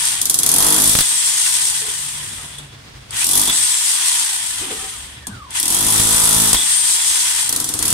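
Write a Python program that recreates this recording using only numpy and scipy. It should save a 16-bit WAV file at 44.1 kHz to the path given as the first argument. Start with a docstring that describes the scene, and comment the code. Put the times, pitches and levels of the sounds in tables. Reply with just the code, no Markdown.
"""Demolition hammer on concrete

An electric hammer chips at a slab in short bursts, about a metre away. Each blow cracks off the
steel chisel and shakes the slab, and now and then a piece splits off. The motor drives a fan,
whining gears and the striker; between bursts it coasts down with a rushing rattle. In the pauses
the tool is shifted with dull knocks and a thin whistle falls, over the low rumble of the site."""
import sys
import numpy as np
from scipy import signal
from scipy.fft import rfft, irfft, next_fast_len
from scipy.io import wavfile
from scipy.ndimage import uniform_filter1d

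SR = 44100
rng = np.random.default_rng(int(sys.argv[2]) if len(sys.argv) > 2 else 0)


def master(y):
    """Save y as 16-bit WAV."""
    cut = np.clip(np.atleast_2d(y).T, -1, 1)
    pcm = np.round(cut * 32767)  # scale
    wavfile.write(sys.argv[1], SR, pcm.astype(np.int16))


N = 349713
TIME = np.arange(N) / SR

# Bursts of hammering. Each row: time the chisel is set on the concrete in seconds, time of the first driven
# blow in seconds, end in seconds.
BURSTS = [(.216, .4629, 1.015), (3.243, 3.243, 3.465), (5.599, 5.599, 6.52), (7.491, 7.8539, 7.929)]
# How hard the blows land, a curve per burst. Each row: time in seconds, chisel, slab and thump in dB.
FORCE = [
    [(.49, -5.5, -26, -33), (.64, -6, -21.5, -40), (.78, -7, -23.5, -26), (.9, -7.5, -33, -18),
     (.96, -11.5, -27.5, -31), (1.0, -10, -47, -27)],
    [(3.24, -9, -35, -39), (3.29, -8.5, -30, -49), (3.38, -5, -24.5, -26), (3.45, -12.5, -39, -32)],
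    [(5.6, -9.5, -33.5, -57), (5.71, -9, -27, -25), (5.92, -9, -26.5, -30), (6.1, -9.5, -24, -21.5),
     (6.42, -7.5, -25, -22), (6.51, -11.5, -28.5, -28)],
    [(7.82, -8.5, -28.5, -38), (7.93, -9, -29, -33)],
]
def driven_blows(dig_s=.2):
    """One blow per crank turn. Each row: seconds, chisel dB, slab dB, depth from 0 to 1, thump dB."""
    turns, rows = crank()[1], []
    for (_, start, end), force in zip(BURSTS, FORCE):
        first_turn, last_turn = np.interp([start, end], TIME, turns)
        times = np.interp(np.arange(first_turn, last_turn), turns, TIME)
        chisel_db, slab_db, thump_db = follow(force, times)
        buried = 1 - np.exp(-(times - start) / dig_s)
        rows.append(np.transpose([times, chisel_db, slab_db, buried, thump_db]))
    return np.vstack(rows)


# Colour of the chisel's crack. Each row: frequency in Hz, level in dB.
CHISEL_COLOUR = [(500, -18), (1500, -60), (2800, -15), (3400, -7.5), (4300, -4.5), (5600, -0.5), (7400, 1),
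                 (8900, 2.5), (10300, 4), (11800, -0.5), (13000, -1), (14200, -15), (15800, -14)]
def chisel_crack(t, grain, chisel_db, buried, alike=.67):
    """Steel snaps on steel and rebounds; as the chisel digs in, crumbs soften and stretch the crack."""
    bright = blend(grain, noise(CHISEL_COLOUR, len(t)), alike)
    hardness = np.clip((chisel_db + 18) / 8, 0, 1)  # light taps only clack in the gear housing
    bright = blend(bright, noise(GEAR_COLOUR, len(t)), hardness)
    crack = gain_of(-2 - 2.8 * buried) * np.exp(-t / (.0052 * (1 + .45 * buried)))
    rebound = gain_of(-16) * (t > .012) * np.exp(-abs(t - .012) / .005)
    tail = gain_of(-20) * np.exp(-t / .078)
    snap = .302 * (1 - buried) * np.exp(-t / .0009)
    return bright * (crack + rebound + tail + snap)


# Ring of the steel chisel. Each row: pitch in Hz, level in dB, seconds to fall 60 dB.
STEEL_MODES = [(3410, -11, 0.027), (3410, 1, 0.072), (9280, 16, 0.043), (9470, 8, 0.024),
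               (10010, 9.5, 0.055), (12700, 5, .05)]
def steel_rings(t, count=20):
    """A set of chisel rings: each mode's pitch and strength shift with how the steel is wedged."""
    wedged = [[(hz * rng.uniform(.96, 1.04), db + 4 * rng.standard_normal(), t60)
               for hz, db, t60 in STEEL_MODES] for _ in range(count)]
    return gain_of(-22) * np.array([ringing(modes, t) for modes in wedged])


def chatter(t, rings, count=4, latest_s=.013):
    """The buried chisel bounces at random moments after a blow, grinding grit and ringing its steel."""
    out = np.zeros((2, len(t)))
    for start, db in zip(latest_s * rng.uniform(.1, 1, count), rng.normal(-9, 2.5, count)):
        grit = noise(CHISEL_COLOUR, 512) * np.exp(-t[:512] / .001)
        add(out, start, gain_of(db) * grit)
        add(out, start, gain_of(db) * rng.choice(rings))
    return out


def thump(t, delay_s=.003, width_s=.00125):
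    """The slab is kicked, sinks and springs back: a short push, then a low pulse of suction."""
    lag_s = np.array([[0], [.00015]])  # the suction reaches the right a little later
    u = (t - delay_s - lag_s) / width_s
    push = .5 * np.sin(np.pi * np.minimum(t / width_s, 1)) ** 2
    return push - np.exp(-u ** 2) + .14 * np.exp(-(u / 4 - 1) ** 2)


# Single blows of the coasting striker, and light taps. Each row: start in seconds, chisel and slab in dB.
SINGLE_BLOWS = [(.053, -14, -60), (.071, -19, -52), (0.085, -16, -56), (0.1184, -17, -54), (.135, -19, -56),
                (0.154, -24, -56), (0.2149, -7, -32.5), (0.2548, -8, -35), (0.297, -4, -29.5),
                (0.3421, -6, -30.5), (0.3881, -5, -28.5), (0.4321, -5, -25.5), (2.585, -29.5, -39),
                (3.107, -24.5, -60), (3.475, -11.5, -24), (5.2688, -20, -33), (5.506, -26.5, -53),
                (6.53, -4, -24.5), (7.4918, -9, -31), (7.5257, -9, -27), (7.5617, -10, -28),
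                (7.601, -10.5, -29), (7.6426, -11, -34), (7.6892, -11.5, -29), (7.738, -11.5, -28),
                (7.79, -12, -28), (7.8255, -9, -29)]
# Colour of struck concrete. Each row: frequency in Hz, level in dB.
SLAB_COLOUR = [(30, -5), (100, 0), (220, 1.5), (300, -2.5), (420, -0.5), (560, -8.5), (760, -1),
               (1020, -1.5), (1400, -3.5), (2200, -12.5), (4000, -9), (9000, -38)]
# Ring of the slab and its mesh. Each row: pitch in Hz, level in dB, seconds to fall 60 dB.
SLAB_MODES = [(108, -3, 0.21), (140, -16, 0.15), (163, -6, 0.12), (217, -4.5, 0.23), (250.7, -7, 0.55),
              (306.5, -3, 0.56), (420, -6.5, 0.13), (456.4, -9.5, 0.19), (642, -7, 0.13), (719, -11, 0.21),
              (993, -1.5, 0.19), (1094, -4, 0.18), (1250, -28, 0.14), (1290, -22, 0.14), (1770, -17, 0.15)]
def hammer(carry_over=.8836, slab_decay_s=.064):
    """Blows crack off the chisel and shake the slab; pieces break away and the loose chisel clinks."""
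    out, t = np.zeros((2, N)), np.arange(8192) / SR
    attack = 1 - np.exp(-t / .0003)
    rings = steel_rings(t)
    modes = gain_of(-10) * np.array([ringing([mode], t) for mode in SLAB_MODES])
    grain, slab = noise(CHISEL_COLOUR, len(t)), noise(SLAB_COLOUR, len(t))
    mode_db = np.zeros(len(modes))
    driven = driven_blows()
    blows = [tuple(blow[:4]) for blow in driven] + [(*blow, 0) for blow in SINGLE_BLOWS]
    for start, chisel_db, slab_db, buried in sorted(blows):
        # the concrete crumbles, so each blow meets the slab a little differently from the last
        slab = blend(slab, noise(SLAB_COLOUR, len(t)), carry_over)
        grain = blend(grain, noise(CHISEL_COLOUR, len(t)), carry_over)
        mode_db = blend(mode_db, rng.normal(0, 2.5, len(modes)), carry_over)
        body = np.tensordot(gain_of(mode_db), modes, 1) + .64 * slab * np.exp(-t / slab_decay_s)
        chisel = attack * (chisel_crack(t, grain, chisel_db, buried) + rng.choice(rings))
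        chisel += buried * chatter(t, rings)
        add(out, rng.normal(start, .00003),
            gain_of(rng.normal(chisel_db, .7)) * chisel + gain_of(slab_db) * body * attack)
    for start, *_, thump_db in driven:
        add(out, start, gain_of(rng.normal(thump_db, 1.5)) * thump(t))
    return out + breaks(t, attack, rings) + clinks(t, attack)


# The concrete gives way. Each row: start in seconds, crack, thump and pop in dB.
BREAKS = [(0.9514, -12, -15, -5.5), (.987, -8, -30, -25), (1.007, -10, -38, -34), (3.496, -11.5, -25, -43),
          (5.863, -28, -19, -28), (5.9592, -29, -30, -17), (5.9976, -13, -17, -23), (6.0524, -23, -24, -16),
          (6.1452, -19, -20, -28), (6.238, -28, -19, -28), (6.365, -23, -17, -26), (6.53, -17, -13, -9.5),
          (6.545, -10.5, -34, -15), (7.9243, -28, -18, -18)]
# Colour of splitting concrete. Each row: frequency in Hz, level in dB.
SPLIT_COLOUR = [(80, 2.5), (400, -12.5), (1000, -4.5), (2000, -5), (3400, -1), (6000, -5), (10000, -15),
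                (15800, -7.5)]
def breaks(t, attack, rings, pop_delay_s=.00142, pop_width_s=.00021):
    """A piece splits off with a crack, a thump and a pop: one sharp push of air and its rebound."""
    out = np.zeros((2, N))
    u = (t - pop_delay_s) / pop_width_s
    pop = -2 * u * np.exp(-u ** 2)
    for start, crack_db, thump_db, pop_db in BREAKS:
        crack = attack * (noise(SPLIT_COLOUR, len(t)) * np.exp(-t / .0089) + .5 * rng.choice(rings))
        add(out, start, gain_of(crack_db) * crack + gain_of(thump_db) * thump(t) + gain_of(pop_db) * pop)
    return out


# Clinks of the chisel. Each row: start in seconds, level in dB.
CLINKS = [(1.012, -20.5), (2.582, -34), (2.69, -47), (2.73, -45), (3.335, -24.5), (3.415, -25),
          (3.474, -15.5), (3.497, -22), (6.567, -19.5), (6.586, -22), (6.606, -21), (6.628, -33)]
# Ring of the chisel hanging loose. Each row: pitch in Hz, level in dB, seconds to fall 60 dB.
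LOOSE_MODES = [(3440, -4.5, 0.18), (3394, 0.5, 0.12), (3650, -5.5, 0.18)]
def clinks(t, attack):
    """The loose chisel clinks in its holder with a buzzy ring."""
    out = np.zeros((2, N))
    for start, db in CLINKS:
        buzz = 1 + .6 * unit_rms(uniform_filter1d(rng.standard_normal((2, len(t))), 130))
        add(out, start, gain_of(db) * buzz * attack * ringing(LOOSE_MODES, t)[0])
    return out


def coast(speed, t, drag_s=1.944, friction=22.83):
    """Speed t seconds after the power is cut: air drag and dry friction bring the rotor to rest."""
    stall = friction * drag_s
    return np.maximum((speed + stall) * np.exp(-np.maximum(t, 0) / drag_s) - stall, 0)


# Trigger pulls, in seconds and crank turns a second. Each row: switch-on time, speed under load,
# spin-up time, time the chisel lifts, switch-off time, speed at release.
TRIGGER_PULLS = [(.3996, 53.89, .1158, 1.023, 1.116, 58.2), (3.11, 51.2, .085, 3.45, 3.645, 58.7),
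                 (5.497, 54.9, .123, 6.583, 6.79, 60.7), (7.785, 46.9, .0617, 8.0, 8.1, 58)]
def crank(first_speed=34.66):
    """Crank speed and turns made so far: it spins up, races when the chisel lifts, then coasts."""
    speed = coast(first_speed, TIME)
    for on, loaded, spin_up_s, lift, off, top in TRIGGER_PULLS:
        shortfall = np.interp(on, TIME, speed) - loaded
        driven = loaded + shortfall * np.exp(-np.maximum(TIME - on, 0) / spin_up_s)
        driven += (top - driven) * np.interp(TIME, [lift, off], [0, 1])
        speed = np.select([TIME < on, TIME < off], [speed, driven], coast(top, TIME - off))
    return speed, np.cumsum(speed) / SR


# The motor with the chisel in the air. Each row: turns a second, gear hiss, fan rush and whine in dB.
FREE_LEVELS = [(0, -55.5, -52, -59), (3.22, -41, -42, -59), (7.46, -33, -37.5, -57),
               (14.31, -27.5, -33, -50), (25.6, -21.5, -30.5, -48), (33.3, -17, -27, -35),
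               (43, -16, -25, -29), (51.3, -16, -26, -25), (60.5, -16, -26.5, -15)]
# The same columns with the tool pressed on the concrete, its loose parts held still.
PRESSED_LEVELS = [(19.9, -26.5, -42, -52), (28, -26.5, -33.5, -35), (40.5, -23.5, -32.5, -52),
                  (50.6, -22, -30, -46), (54.5, -19.5, -28, -50), (53.2, -18, -27, -24)]
# Swells and dips, biggest as the current comes on and the fan howls.
# Each row: time in seconds, gain in dB for gear hiss, fan rush and blade rasp.
STRAIN = [(0, 1, 1.5, -12), (.2, -3.5, 0, 2), (1.1, -0.6, -0.5, -7.5), (2.2, -0.5, -1, 1),
          (2.6, -1, 0.5, 0), (3.1, 1.5, 0, 0), (3.135, 0.5, 3.5, -9), (3.17, 1, 2, 9), (3.24, -3.5, 3.5, 9),
          (3.3, -1, -0.5, -7), (5.5, 1, 1.5, -1), (5.515, -7, 1, -6), (5.538, -4, -6, 0),
          (5.556, 2.5, 7, 14), (5.6, 0.5, 2.5, 9), (5.66, 0, 0, -10)]
def motor_levels(speed, seat_s=.012, ease_off_s=.17):
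    """Gear hiss, fan rush, blade rasp and whine in dB, set by speed, strain and pressing down."""
    press = sum(np.interp(TIME, [start - seat_s, start, end, end + ease_off_s], [0, 1, 1, 0])
                for start, _, end in BURSTS)
    more_hiss, more_fan, more_rasp = (1 - press) * follow(STRAIN)
    hiss, fan, whine = (1 - press) * follow(FREE_LEVELS, speed) + press * follow(PRESSED_LEVELS, speed)
    return hiss + more_hiss, fan + more_fan, fan - 4 + more_rasp, whine


# Drift of the motor's tones about the crank speed. Each row: time in seconds, offset in turns a second.
DRIFT = [(.85, .75), (1.0, .55), (1.15, -.35), (1.35, -.5), (1.9, .9), (2.45, 1.15), (3.55, -.45),
         (3.85, -.2), (4.6, 1.1), (5.0, 1), (5.9, -.3), (6.45, -.05), (6.79, -.55), (6.82, .6), (7.0, .1),
         (7.45, .8)]
# Colour of the gear hiss. Each row: frequency in Hz, level in dB.
GEAR_COLOUR = [(1500, -29.5), (2800, -26), (3350, -11), (4000, -8.5), (6000, -6.5), (7200, -4.5),
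               (8000, -0.5), (8800, 1), (9700, -2), (10600, -8.5), (12000, -14), (13500, -19), (15800, -26)]
def motor():
    """Gear hiss and fan rush, shaken by the idling piston, with the tones of blades and gears on top."""
    speed, turns = crank()
    tone_speed = speed + follow(DRIFT)[0]
    hiss_db, fan_db, rasp_db, whine_db = motor_levels(speed)
    slack = np.interp(speed, [0, 30, 55], [.7, 1.3, .6])  # the parts clatter most at middling speed
    rattle_db = slack * (np.cos(4 * np.pi * turns + wander(44)) + .9 * wander(133))
    hiss = noise(GEAR_COLOUR) * gain_of(hiss_db + rattle_db + wander(9.7))
    rush = fan_rush(fan_db + .92 * rattle_db)
    rasp, octave = fan_blades(tone_speed, rasp_db, fan_db)
    whine = gear_whine(speed, tone_speed) * gain_of(whine_db)
    growl = bearing_growl(speed, tone_speed) * gain_of(fan_db)
    return reflections(hiss + rush + rasp) + octave + growl + whine


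# Colour of the fan's air. Each row: frequency in Hz, level in dB.
FAN_COLOUR = [(60, -54), (300, -8), (600, -28), (760, -4.5), (950, 0), (1300, -4), (1750, 3), (2600, 2),
              (3400, 7.5), (4300, -5), (7000, -13), (11000, -64), (15800, -35)]
# Resonances of the housing. Each row: pitch in Hz, width in Hz, level in dB against the fan.
HOUSING_MODES = [(1033, 180, -18), (1867, 430, -18.5)]
def fan_rush(level_db):
    """Fluttering air rushes from the fan and stirs the plastic housing."""
    housing = sum(gain_of(db) * rough_pair(hz, width) for hz, width, db in HOUSING_MODES)
    return (noise(FAN_COLOUR) + housing) * gain_of(level_db + 1.04 * wander(36))


# How the housing lifts the blade tone's octave. Each row: frequency in Hz, level in dB against the fan.
OCTAVE_RESPONSE = [(700, -43), (1100, -9.5), (1500, -14), (2200, -13), (3200, -11), (6000, -28)]
def fan_blades(speed, rasp_db, fan_db, passes_per_turn=66):
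    """The blade tone rasps as it sweeps through the vents' resonance, its octave through the housing's."""
    hz = passes_per_turn * speed
    vents_db = read_spectrum([(700, -33), (1100, -12), (1500, -16), (2400, -5.5), (3000, -3)], hz)
    rasp = rough_pair(hz, 55) * gain_of(rasp_db + vents_db)
    octave = rough_pair(2 * hz, 35) * gain_of(fan_db + read_spectrum(OCTAVE_RESPONSE, 2 * hz))
    return rasp, octave


def gear_whine(speed, tone_speed, teeth_per_turn=146.4):
    """Meshing teeth whine; the slowing gears run loose and the tone roughens."""
    backlash_hz = np.interp(speed, [38, 54], [135, 45])
    phase = 2 * np.pi * np.cumsum(teeth_per_turn * tone_speed + backlash_hz * wander(115.5)) / SR
    return np.array([np.sin(phase + .7 * wander(15) + .35 * wander(200)) * gain_of(3 * wander(60))
                     for _ in range(2)])


# Coasting growls. Each row: multiple of the crank speed, width in Hz, level in dB against the fan,
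# loudest speed in turns a second.
GROWLS = [(27.2, 45, -16.5, 33), (53.9, 60, -16, 36), (89.4, 77, -19, 29), (109.8, 90, -8, 48),
          (161, 60, -15, 22), (197, 80, -12, 17)]
def bearing_growl(speed, tone_speed, speed_spread=6.3):
    """While the motor coasts, bearings and gears growl, each within its own range of speeds."""
    coasting = uniform_filter1d(1.0 * (np.gradient(speed) < 0), 2000)
    out = np.zeros((2, N))
    for multiple, width, db, loudest in GROWLS:
        swell = np.exp(-((speed - loudest) / speed_spread) ** 2 / 2)
        out += rough_pair(multiple * tone_speed, width) * gain_of(db) * swell
    return coasting * out


# Dull knocks. Each row: start in seconds, level in dB, pitch in Hz, decay in seconds,
# judder as a share of the pitch.
KNOCKS = [(1.811, -35, 444, 0.062, 0.091), (1.879, -34, 408, 0.022, 0.17), (4.608, -30.5, 338, 0.052, 0.21),
          (4.665, -32.5, 274, 0.073, 0.14), (4.704, -24.5, 404, 0.037, 0.15),
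          (4.823, -35, 432, 0.044, 0.14), (5.272, -35.5, 246, 0.036, .08),
          (5.287, -24.5, 202, 0.022, 0.049), (5.318, -25.5, 107.6, 0.041, 0.036),
          (5.347, -36, 270, 0.018, .06), (5.362, -23, 115, 0.018, .04), (6.527, -15, 48, 0.023, .02)]
def knocks():
    """The tool is pulled free and shifted, and once the slab heaves under a break: rough, damped bumps with a
    scuff of grit."""
    out, t = np.zeros((2, N)), np.arange(12000) / SR
    for start, db, hz, decay_s, roughness in KNOCKS:
        judder = unit_rms(uniform_filter1d(rng.standard_normal(len(t)), 150))
        ring = np.sin(2 * np.pi * np.cumsum(hz * (1 + roughness * judder)) / SR)
        scuff = roughness * gain_of(11) * noise(SLAB_COLOUR, len(t))
        envelope = (1 - np.exp(-t / .005)) * np.exp(-t / decay_s)
        add(out, start, gain_of(db) * (.97 * ring + scuff) * envelope)
    return out


# One brief scrape. 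Each row: time in seconds, level in dB.
SCRAPE = [(4.59, -70), (4.608, -41), (4.65, -70), (4.71, -36), (4.76, -44), (4.81, -35.5), (4.89, -45),
          (4.94, -70)]
# Resonances of the bar. Each row: pitch in Hz, width in Hz, level in dB.
BAR_MODES = [(767, 13, -6.5), (1185, 34, -9), (1280, 46, -11)]
def bar_scrape():
    """Scraping along a steel bar rubs its resonances into rough tones."""
    bar = sum(gain_of(db) * rough_tone(hz, width) for hz, width, db in BAR_MODES)
    on = (TIME > SCRAPE[0][0]) & (TIME < SCRAPE[-1][0])
    return on * bar * gain_of(follow(SCRAPE)[0])


# A thin whistle before the third burst. Each row: time in seconds, pitch in Hz, relative level in dB.
WHISTLE = [(5.17, 1930, -70), (5.25, 1750, -45), (5.29, 1640, -56), (5.33, 1510, -43), (5.38, 1350, -47),
           (5.44, 1140, -40), (5.49, 990, -47), (5.55, 850, -51)]
def whistle(fuzz_hz=50):
    """A fuzzy tone in a halo of hiss slides down about an octave."""
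    hz, db = follow(WHISTLE)
    on = (TIME > WHISTLE[0][0]) & (TIME < WHISTLE[-1][0])
    phase = 2 * np.pi * np.cumsum(hz + fuzz_hz * wander(91)) / SR
    tone = np.array([np.sin(phase + .5 * wander(29.8)) + gain_of(-3) * rough_tone(hz, 90)
                     for _ in range(2)])
    return on * gain_of(db + 4) * tone


# Swell of the rumble. Each row: time in seconds, level in dB.
RUMBLE = [(0, -43.5), (1.3, -54.5), (2.3, -39.5), (3.2, -43), (4.1, -69), (4.5, -42), (5.5, -44),
          (7.2, -52), (7.93, -35)]
# Colour of the rumble. Each row: frequency in Hz, level in dB.
RUMBLE_COLOUR = [(20, -42), (50, 0.5), (75, -6), (105, -1.5), (140, -7), (200, -11), (300, -13.5),
                 (600, -17.5), (1500, -17), (5000, -20.5), (15000, -41)]
# A sinking drone. Each row: time in seconds, pitch in Hz, level in dB.
DRONE = [(1.2, 144.7, -59), (1.8, 146, -52.5), (2.6, 144.2, -44), (3.1, 124.5, -48), (3.9, 85.2, -60),
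         (4.5, 72, -66), (5.0, 69.9, -47.5), (5.5, 70, -47.5), (5.8, 68.6, -65)]
def site():
    """The site rumbles and a low drone wavers, heard in the pauses."""
    rumble = noise(RUMBLE_COLOUR) * gain_of(follow(RUMBLE)[0] + 2.2 * wander(22))
    drone_hz, drone_db = follow(DRONE)
    return rumble + rough_tone(drone_hz, 9.5) * gain_of(drone_db)


def reflections(x, echo_db=-13, count=7):
    """The fence and slab edges return a few early copies, different on each side."""
    taps = np.zeros((2, 1000))
    taps[:, 0] = 1
    delays = rng.integers(60, 1000, (2, count))
    np.put_along_axis(taps, delays, gain_of(echo_db) * rng.choice([-1, 1], (2, count)), 1)
    return signal.oaconvolve(x, taps / np.linalg.norm(taps[0]), axes=1)[:, :N]


# How alike left and right are, before a roll-off above 420 Hz. Each row: frequency in Hz, share of 1.
LIKENESS = [(60, 1), (250, 1), (500, 0), (1200, 1), (3000, 0)]
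def noise(colour, size=N):
    """Coloured stereo noise: alike in the bass, unrelated in the treble."""
    padded = next_fast_len(size, True)
    hz = np.fft.rfftfreq(padded, 1 / SR)
    shared, apart = rfft(rng.standard_normal((2, padded)))
    same = np.clip(read_spectrum(LIKENESS, hz), 0, 1) / (1 + (hz / 420) ** 2)
    pair = shared * np.sqrt(1 + same) + np.array([[1], [-1]]) * apart * np.sqrt(1 - same)
    return unit_rms(irfft(pair * gain_of(read_spectrum(colour, hz)), padded)[:, :size])


def wander(hz):
    """A random wobble of rms one, up to about hz."""
    size, step_s = next_fast_len(N // 16 + 2, True), 16 / SR
    lowpass = np.exp(-(np.fft.rfftfreq(size, step_s) / hz) ** 2)
    slow = irfft(rfft(rng.standard_normal(size)) * lowpass, size)
    return unit_rms(np.interp(TIME, np.arange(size) * step_s, slow))


def rough_tone(hz, width):
    """Noise rubbing one resonance."""
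    phase = 2 * np.pi * np.cumsum(hz * np.ones(N)) / SR
    return wander(width) * np.cos(phase) + wander(width) * np.sin(phase)


def rough_pair(hz, width):
    """A separate rough tone on each side."""
    return np.array([rough_tone(hz, width) for _ in range(2)])


def ringing(modes, t):
    """Dying modes; the treble ones reach each side at their own phase."""
    return sum(gain_of(db - 60 * t / t60)
               * np.sin(2 * np.pi * (hz * t + min(hz / 1500, 1) * rng.random((2, 1))))
               for hz, db, t60 in modes)


def blend(a, b, share):
    """Crossfade giving a this share of the power."""
    return np.sqrt(share) * a + np.sqrt(1 - share) * b


def gain_of(db):
    """Decibels to amplitude."""
    return 10 ** (np.asarray(db) / 20)


def unit_rms(x):
    """Scales to an rms of one."""
    return x / np.sqrt(np.mean(x ** 2) + 1e-20)


def read_spectrum(points, hz):
    """Reads a curve on a log-frequency axis."""
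    f, value = np.transpose(points)
    return np.interp(np.log(hz + 1), np.log(f + 1), value)


def follow(rows, at=TIME):
    """Reads every column of a curve at the given times or speeds."""
    axis, *columns = np.transpose(rows)
    return np.array([np.interp(at, axis, column) for column in columns])


def add(mix, start, sound):
    """Mixes a stereo sound in at start seconds."""
    part = mix[:, max(round(start * SR), 0):][:, :sound.shape[-1]]
    part += sound[..., :part.shape[1]]


# Stereo lean. Each row: frequency in Hz, left minus right in dB.
LEAN = [(200, 0), (500, -1), (1100, -0.5), (1900, 1.5), (2800, -1.5), (4200, -3), (6400, 1.5), (9000, 6),
        (11500, -6), (14000, 0)]
def scene():
    """The tool and the site, coloured differently on each side by the nearby metal fence."""
    mix = site() + motor() + hammer() + knocks() + bar_scrape() + whistle()
    lean_db = read_spectrum(LEAN, np.fft.rfftfreq(N, 1 / SR))
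    return irfft(rfft(mix) * gain_of(np.array([lean_db, -lean_db]) / 2), N)


def record(dry, cutoff_hz=15780):
    """Rounds off the loudest peaks, then cuts the top treble."""
    rounded = dry / (1 + dry ** 6) ** (1 / 6)
    lowpass = signal.firwin(511, cutoff_hz, window=("kaiser", 9), fs=SR)
    return signal.oaconvolve(rounded, lowpass[None], "same")


dry = scene()
out = record(dry)
master(out)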